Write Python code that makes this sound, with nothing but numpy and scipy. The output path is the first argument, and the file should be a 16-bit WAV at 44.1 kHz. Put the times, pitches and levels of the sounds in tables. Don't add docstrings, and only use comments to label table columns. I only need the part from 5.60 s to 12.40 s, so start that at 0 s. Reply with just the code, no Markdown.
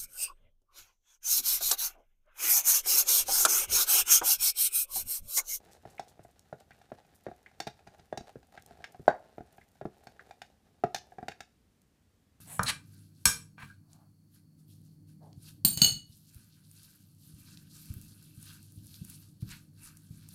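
import sys
import numpy as np
from scipy import signal
from scipy.fft import rfft, irfft
from scipy.io import wavfile
from scipy.ndimage import uniform_filter1d

SR = 44100
rng = np.random.default_rng(int(sys.argv[2]) if len(sys.argv) > 2 else 0)


def to_wav(sig):
    pcm = np.clip(np.atleast_2d(sig), -1, 1) * 32767
    pcm = np.round(pcm).astype(np.int16)
    wavfile.write(sys.argv[1], SR, pcm.T)


N = 299989
TIME = np.arange(N) / SR
AGE = np.arange(SR // 4) / SR
STIR_END_S = 4.7
CAVITY_HZ, CAVITY_WIDTH_HZ = 780, 85


def undb(db):
    return 10 ** (np.asarray(db) / 20)


def level(x, db):
    return x * undb(db) / np.sqrt(np.mean(x ** 2))


def burst(x, db):
    return x * undb(db) / np.sqrt(np.sum(x ** 2) / (SR / 100))


def add(track, s, x):
    start = max(int(s * SR), 0)
    track[start:start + len(x)] += x[:N - start]


def resonate(x, hz, width_hz):
    centre = min(hz, SR / 2 - 1000)
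    sharpness = hz / min(width_hz, SR / 4)
    return signal.lfilter(*signal.iirpeak(centre, sharpness, fs=SR), x)


def band(x, lo_hz, hi_hz, order=2):
    edges = [lo_hz, min(hi_hz, SR / 2 - 100)]
    return signal.sosfilt(signal.butter(order, edges, "band", fs=SR, output="sos"), x)


def walk(rate):
    hold = int(SR / rate)
    steps = np.repeat(rng.standard_normal(N // hold + 1), hold)
    return 1.4 * uniform_filter1d(steps, hold)[:N]


def grains(size, rate, spread_db):
    chance, sign, strength = rng.random(size), rng.standard_normal(size), rng.exponential(size=size)
    return (chance < rate / SR) * sign * undb(abs(spread_db) * np.minimum(strength, 4))


def ring(hz, t60, rise_s):
    decay = np.exp(-np.log(1000) * AGE / t60)
    return np.sin(2 * np.pi * hz * AGE) * decay * (1 - np.exp(-AGE / rise_s))


def knock(hz, t60):
    bottom = ring(hz, t60, 0.0017)
    air = 0.5 * resonate(bottom, CAVITY_HZ, CAVITY_WIDTH_HZ)
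    return band(bottom + air, 290, 9000)


# f/Hz, relative level/dB, t60/s (nominal: each thud varies level and f)
TABLE_MODES = [(61, 5.5, .1), (96, -0.5, 0.12), (127, 1.5, 0.15), (164, -1, .07), (206, -1.5, 0.093),
               (277.2, -1, 0.059), (361, 4, 0.071), (426.4, 0.5, 0.11)]


def thud(centre_hz):
    out = 0
    for hz, db, t60 in TABLE_MODES:
        off_centre_db = min(3.5 * np.log2(hz / centre_hz) ** 2, 21)
        weight_db = db - off_centre_db + 2.2 * rng.standard_normal()
        varied_hz = hz * (1 + 0.014 * rng.standard_normal())
        out = out + rng.choice([-1, 1]) * undb(weight_db) * ring(varied_hz, t60, 0.00067)
    return out


# hollow knock level/dB, thud centre f/Hz
THUD_COLOUR = [(-50.5, 172), (-37, 300), (-21.5, 330), (-11.5, 560)]


def thud_centre(db):
    return np.interp(db, *np.transpose(THUD_COLOUR))


# f/Hz, relative level/dB, t60/s (nominal: each clack varies level and f)
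WALL_MODES = [(950, -2.5, 0.05), (1120, -8, 0.012), (1392, 4, 0.037), (1630, 5, 0.041), (1785, -1.5, 0.032),
              (2078, -9, 0.024), (2450, -5.5, 0.053), (2802, -5, 0.041), (3690, -1.5, 0.056)]


def wall(centre_hz):
    modes = 0
    for hz, db, t60 in WALL_MODES:
        off_centre_db = min(12 * np.log2(hz / centre_hz) ** 2, 13)
        weight_db = db - off_centre_db + 5.2 * rng.standard_normal()
        varied_hz = hz * (1 + 0.018 * rng.standard_normal())
        modes = modes + rng.choice([-1, 1]) * undb(weight_db) * ring(varied_hz, t60, 0.00041)
    noise = rng.standard_normal(len(AGE)) * np.exp(-AGE / .006)
    buzz = band(noise, 0.74 * centre_hz, 1.35 * centre_hz)
    return burst(modes, 0) + burst(buzz, -0.5)


# f/Hz, width/Hz, relative level/dB (nominal: each tick varies f and level)
STIRRER_MODES = [(2870, 650, -5.5), (3840, 400, 12), (4570, 230, 15.5), (5380, 450, 11.5), (6100, 600, -3),
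                 (6760, 540, -4), (7900, 180, -18.5), (14000, 2500, -10.5)]


def tick():
    crack = rng.standard_normal(len(AGE)) * np.exp(-AGE / 0.0046) * (1 - np.exp(-AGE / 0.00055))
    rebounds = grains(len(AGE), rate=690, spread_db=6.5) * np.exp(-AGE / 0.033)
    contact = burst(crack, 0) + burst(rebounds, -15.0)
    grip = 1 + 0.046 * rng.standard_normal()
    body = 0
    for hz, width_hz, db in STIRRER_MODES:
        gain = undb(db + 0.67 * rng.standard_normal())
        body = body + gain * resonate(contact, hz * grip, width_hz)
    return band(body, 2100, 15000)


def rub_wall(slips):
    modes = sum(undb(db) * resonate(slips, hz, .2 * hz) for hz, db, _ in WALL_MODES)
    return modes + 0.1 * band(slips, 3500, 9800)


def hollow_rub(slips):
    return band(resonate(slips, CAVITY_HZ, 140), 300, 700)


CHATTER_T60_S = 0.19


def chatter():
    swell = np.exp(-np.log(1000) * AGE / CHATTER_T60_S) * (1 - np.exp(-AGE / 0.0023))
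    rebounds = grains(len(AGE), rate=3200, spread_db=3.0) * swell
    wall_rattle = band(rub_wall(rebounds), 800, 1900, order=3)
    return burst(hollow_rub(rebounds), 0) + burst(wall_rattle, -6.5)


KNOCK_WALL_DB, KNOCK_TICK_DB, KNOCK_WALL_HZ = -14, -32, 1419
HARD_KNOCK_DB, CHATTER_DB, CHATTER_GROWTH = -12.5, -25, 3.5
# f/Hz, t60/s (knocks shorten the t60 to 0.6 of this)
BOTTOM_SWING = [(670, .021), (745, 0.087)]
# t/s, hollow knock level/dB, knock f/Hz, table thud level/dB
KNOCK_CUES = [(0.2529, -45.5, 675, -47), (0.593, -53, 653, -51.5), (0.649, -52, 688, -55),
              (0.927, -38.5, 618, -42.5), (1.3177, -40.5, 617, -44), (1.6655, -37, 550, -40.5),
              (1.6844, -45.5, 708, -44.5), (1.7137, -46, 718, -54.5), (2.5261, -33.5, 628, -41),
              (2.6074, -49, 700, -44.5), (2.7562, -48, 480, -44.5), (3.1084, -51.5, 705, -52.5),
              (3.2048, -55, 690, -60), (3.3452, -49, 744, -60), (3.3948, -58, 620, -42.5),
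              (3.4794, -12.5, 673.6, -28), (3.7812, -43.5, 668, -43), (3.806, -47, 720, -42),
              (4.2122, -40.5, 632, -43), (4.2533, -38, 672, -32.5), (5.2368, -22, 706, -26.5),
              (5.52, -50, 734, -61.5), (5.5837, -40, 751, -45.5), (5.6275, -41, 727, -43)]


def knocks():
    out = np.zeros(N)
    for s, db, hz, thud_db in KNOCK_CUES:
        t60 = 0.6 * np.interp(hz, *np.transpose(BOTTOM_SWING))
        add(out, s, burst(knock(hz, t60), db))
        add(out, s, burst(thud(thud_centre(db)), thud_db))
        add(out, s, burst(wall(KNOCK_WALL_HZ), db + KNOCK_WALL_DB))
        add(out, s, burst(tick(), db + KNOCK_TICK_DB))
        add(out, s, burst(chatter(), CHATTER_DB + CHATTER_GROWTH * (db - HARD_KNOCK_DB)))
    return out


TAP_WALL_HZ, TAP_BOTTOM_HZ, TAP_T60_S = 1870, 739, .0168
# t/s, wall level/dB, stirrer tick level/dB, cup hollow level/dB, table thud level/dB
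TAP_CUES = [(0.395, -50, -50, -34.5, -48.5), (1.1071, -57, -69, -59, -60.5),
            (2.0017, -42, -38.5, -36.5, -44.5), (2.069, -51.5, -50, -39, -40), (2.0736, -45, -47, -38, -49),
            (2.272, -58, -63, -51.5, -51.5), (2.3951, -65, -65.5, -59.5, -57),
            (2.5741, -49.5, -44, -38, -41), (2.9759, -49, -68, -50, -57.5),
            (3.2411, -41.5, -52, -53.5, -72), (3.9813, -61.5, -82, -54, -58.5),
            (4.4697, -54.5, -57, -49, -52), (4.7092, -56, -61.5, -47, -67), (4.8173, -48, -52, -46.5, -61),
            (5.3453, -39, -34.5, -33.5, -47.5), (5.3606, -47, -47, -47, -60),
            (5.6827, -40.5, -45.5, -36.5, -43.5), (5.717, -49.5, -61, -65, -68),
            (5.805, -46.5, -49.5, -47.5, -56)]


def taps():
    out = np.zeros(N)
    for s, wall_db, tick_db, hollow_db, thud_db in TAP_CUES:
        add(out, s, burst(wall(TAP_WALL_HZ), wall_db))
        add(out, s, burst(tick(), tick_db))
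        add(out, s, burst(knock(TAP_BOTTOM_HZ, TAP_T60_S), hollow_db))
        add(out, s, burst(thud(thud_centre(hollow_db)), thud_db))
    return out


DRAG_REF_DB = -71.5
SIDE_FOLLOW = .33
# t/s, level/dB (heard relative to DRAG_REF_DB)
DRAG_CURVE = [(0.0, -66.5), (0.49, -69.5), (0.71, -78.5), (1.73, -75.5), (1.85, -72), (2.19, -72.5),
              (2.95, -73.5), (3.11, -66.5), (3.52, -69), (4.15, -79), (4.47, -67), (4.99, -79.5),
              (5.28, -79.5), (5.42, -66), (5.54, -68.5), (5.72, -71), (5.86, -83.5), (6.1, -85.5)]


def effort(s):
    return np.interp(s, *np.transpose(DRAG_CURVE)) - DRAG_REF_DB


BOTTOM_DB, SIDE_DB, LET_GO_DB, LET_GO_S = -73, -75.5, -5.5, 0.19


def stirring():
    effort_db = effort(TIME)
    let_go = np.clip((TIME - STIR_END_S) / LET_GO_S, 0, 1)
    drag_db = BOTTOM_DB + effort_db
    scrape_db = SIDE_DB + SIDE_FOLLOW * effort_db + LET_GO_DB * let_go
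    moving = np.interp(TIME, [5.8, 6.0], [1, 0])
    pressure = walk(45) + 0.33 * walk(7.9)
    slips = grains(N, rate=400, spread_db=2.0) * undb(1.7 * pressure)
    hollow = band(resonate(slips, CAVITY_HZ, 130) + 0.13 * resonate(slips, 450, 300), 210, 670)
    rumble = sum(undb(db) * resonate(slips, hz, 65) for hz, db, _ in TABLE_MODES)
    rasp = rub_wall(grains(N, rate=4000, spread_db=4.0) * undb(3.2 * pressure))
    wet_clicks = band(grains(N, rate=1300, spread_db=6.0), 4500, 15000, order=1)
    crackle = wet_clicks * undb(3 * walk(25) + 2 * walk(8))
    bottom = (level(hollow, 0) + level(rumble, 2.3)) * undb(drag_db)
    side = (level(rasp, -0.68) + level(crackle, -6.5)) * undb(scrape_db)
    return moving * (bottom + side)


TOUCH_WALL_DB, TOUCH_HOLLOW_DB, TOUCH_TICK_DB, TOUCH_SPREAD_DB = -70, -63.5, -74.5, 2.5


def touches():
    out = np.zeros(N)
    for s, chance in zip(STIR_END_S * rng.random(size=22), rng.standard_normal(size=22)):
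        db = SIDE_FOLLOW * effort(s) + TOUCH_SPREAD_DB * chance
        graze = burst(wall(TAP_WALL_HZ), TOUCH_WALL_DB) + burst(tick(), TOUCH_TICK_DB)
        hollow = burst(knock(TAP_BOTTOM_HZ, TAP_T60_S), TOUCH_HOLLOW_DB)
        add(out, s, undb(db) * (graze + hollow))
    return out


SCRAPE_S = .052
# t/s, wall level/dB (the hollow sits 7 dB above)
SCRAPE_CUES = [(0.128, -64.5), (0.975, -63.5), (1.365, -64), (2.314, -64), (2.658, -56), (2.918, -60),
               (4.41, -68.5)]


def scrapes():
    out = np.zeros(N)
    for s, db in SCRAPE_CUES:
        stroke = np.sin(np.pi * np.minimum(AGE / SCRAPE_S, 1))
        slips = grains(len(AGE), rate=1100, spread_db=3.0) * stroke
        add(out, s, burst(rub_wall(slips), db) + burst(hollow_rub(slips), db + 7))
    return out


def smack(hz, length):
    swell = (1 - np.exp(-AGE / (0.25 * length))) * np.exp(-AGE / (0.27 * length))
    tearing = grains(len(AGE), rate=3500, spread_db=3.5) * swell
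    return band(resonate(tearing, hz, .9 * hz), 2800, 19000)


SMALL_SMACK_DB, SMALL_SMACK_HZ, SMALL_SMACK_S = -73, 8800, .006
# t/s, level/dB, centre f/Hz, length scale/s
SMACK_CUES = [(0.111, -57.5, 6400, 0.071), (0.296, -62, 7300, 0.05), (0.48, -60.5, 5860, .028),
              (0.631, -65, 7900, 0.03), (0.793, -60.5, 6600, 0.005), (1.002, -65.5, 6900, 0.0052),
              (1.545, -63, 10100, .045), (1.635, -70, 10600, .015), (3.022, -62, 6800, 0.0047),
              (3.062, -58, 8800, 0.0034), (3.321, -64.5, 8650, 0.0083), (3.924, -68, 11000, 0.0087),
              (3.97, -70, 10800, 0.019), (4.437, -67.5, 10300, 0.016), (6.217, -71.5, 8900, .005)]
# t/s, base level/dB, nominal f/Hz (chirp and splash set around these)
POP_CUES = [(0.381, -55.5, 2210), (1.117, -61.5, 2040), (1.8615, -57, 2020), (4.012, -62, 1890),
            (4.594, -54, 1590)]


def mix():
    out = np.zeros(N)
    for s, db, hz, length in SMACK_CUES:
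        add(out, s, burst(smack(hz, length), db))
    for s in STIR_END_S * rng.random(size=6):
        add(out, s, burst(smack(SMALL_SMACK_HZ, SMALL_SMACK_S), SMALL_SMACK_DB))
    for s, db, hz in POP_CUES:
        rising_hz = hz * (.92 + 0.335 * (1 - np.exp(-AGE / 0.0195)))
        bubble = ring(rising_hz, 0.03, 0.00071)
        noise = rng.standard_normal(len(AGE)) * np.exp(-AGE / 0.0074)
        splash = band(noise, 0.73 * hz, 1.205 * hz)
        add(out, s, burst(bubble, db + 2) + burst(splash, db + 1.0))
    return out


def wash(age, decay_s):
    decay = np.exp(-np.log(1000) * age / decay_s)
    spectrum = rfft(rng.standard_normal(len(age)) * decay)
    tail = irfft(spectrum / np.abs(spectrum), len(age)) * decay ** (1 / 3)
    return tail / np.linalg.norm(tail)


# delay t/s, level/dB
EARLY_ECHOES = [(.0047, -23), (0.0127, -22.5), (.0188, -22.5), (.0246, -23.5), (0.0305, -25)]


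def room(x):
    age = np.arange(SR // 2) / SR
    diffuse = 0
    for lo_hz, hi_hz, decay_s, db in [(40.2, 450, .23, -14.5), (450, 2200, .23, -16.0),
                                      (2180, 7800, .23, -12.0), (59.8, 8500, .43, -19.5)]:
        diffuse = diffuse + undb(db) * band(wash(age, decay_s), lo_hz, hi_hz, order=3)
    gap = np.zeros(int(.008 * SR))
    response = np.concatenate([gap, diffuse])
    for delay, db in EARLY_ECHOES:
        response[int(delay * SR)] += undb(db)
    return x + signal.fftconvolve(x, response)[:N]


ROOM_TONE_DB = -68.5
# f/Hz, relative level/dB per Hz
ROOM_COLOUR = [(25, -13.5), (55, -0.5), (88, 3), (125, -5.5), (210, -3.5), (320, -11.5), (520, -17.5),
               (900, -23.5), (3000, -27.5), (9000, -31.5), (13000, -34.5), (15000, -36)]


def room_tone():
    hz, db = np.transpose(ROOM_COLOUR)
    bins = np.arange(N // 2 + 1) * SR / N
    colour = undb(np.interp(np.log(bins + 1), np.log(hz), db))
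    noise = irfft(rfft(rng.standard_normal(N)) * colour, N)
    return level(noise, ROOM_TONE_DB)


def scene():
    cup = knocks() + taps() + touches() + stirring() + scrapes()
    return (room(cup + mix()) + room_tone())[None]


def record(dry):
    thin = signal.sosfilt(signal.butter(1, 35, "high", fs=SR, output="sos"), dry)
    return signal.sosfilt(signal.ellip(10, .2, 70, 15450, fs=SR, output="sos"), thin)


dry = scene()
out = record(dry)
to_wav(out)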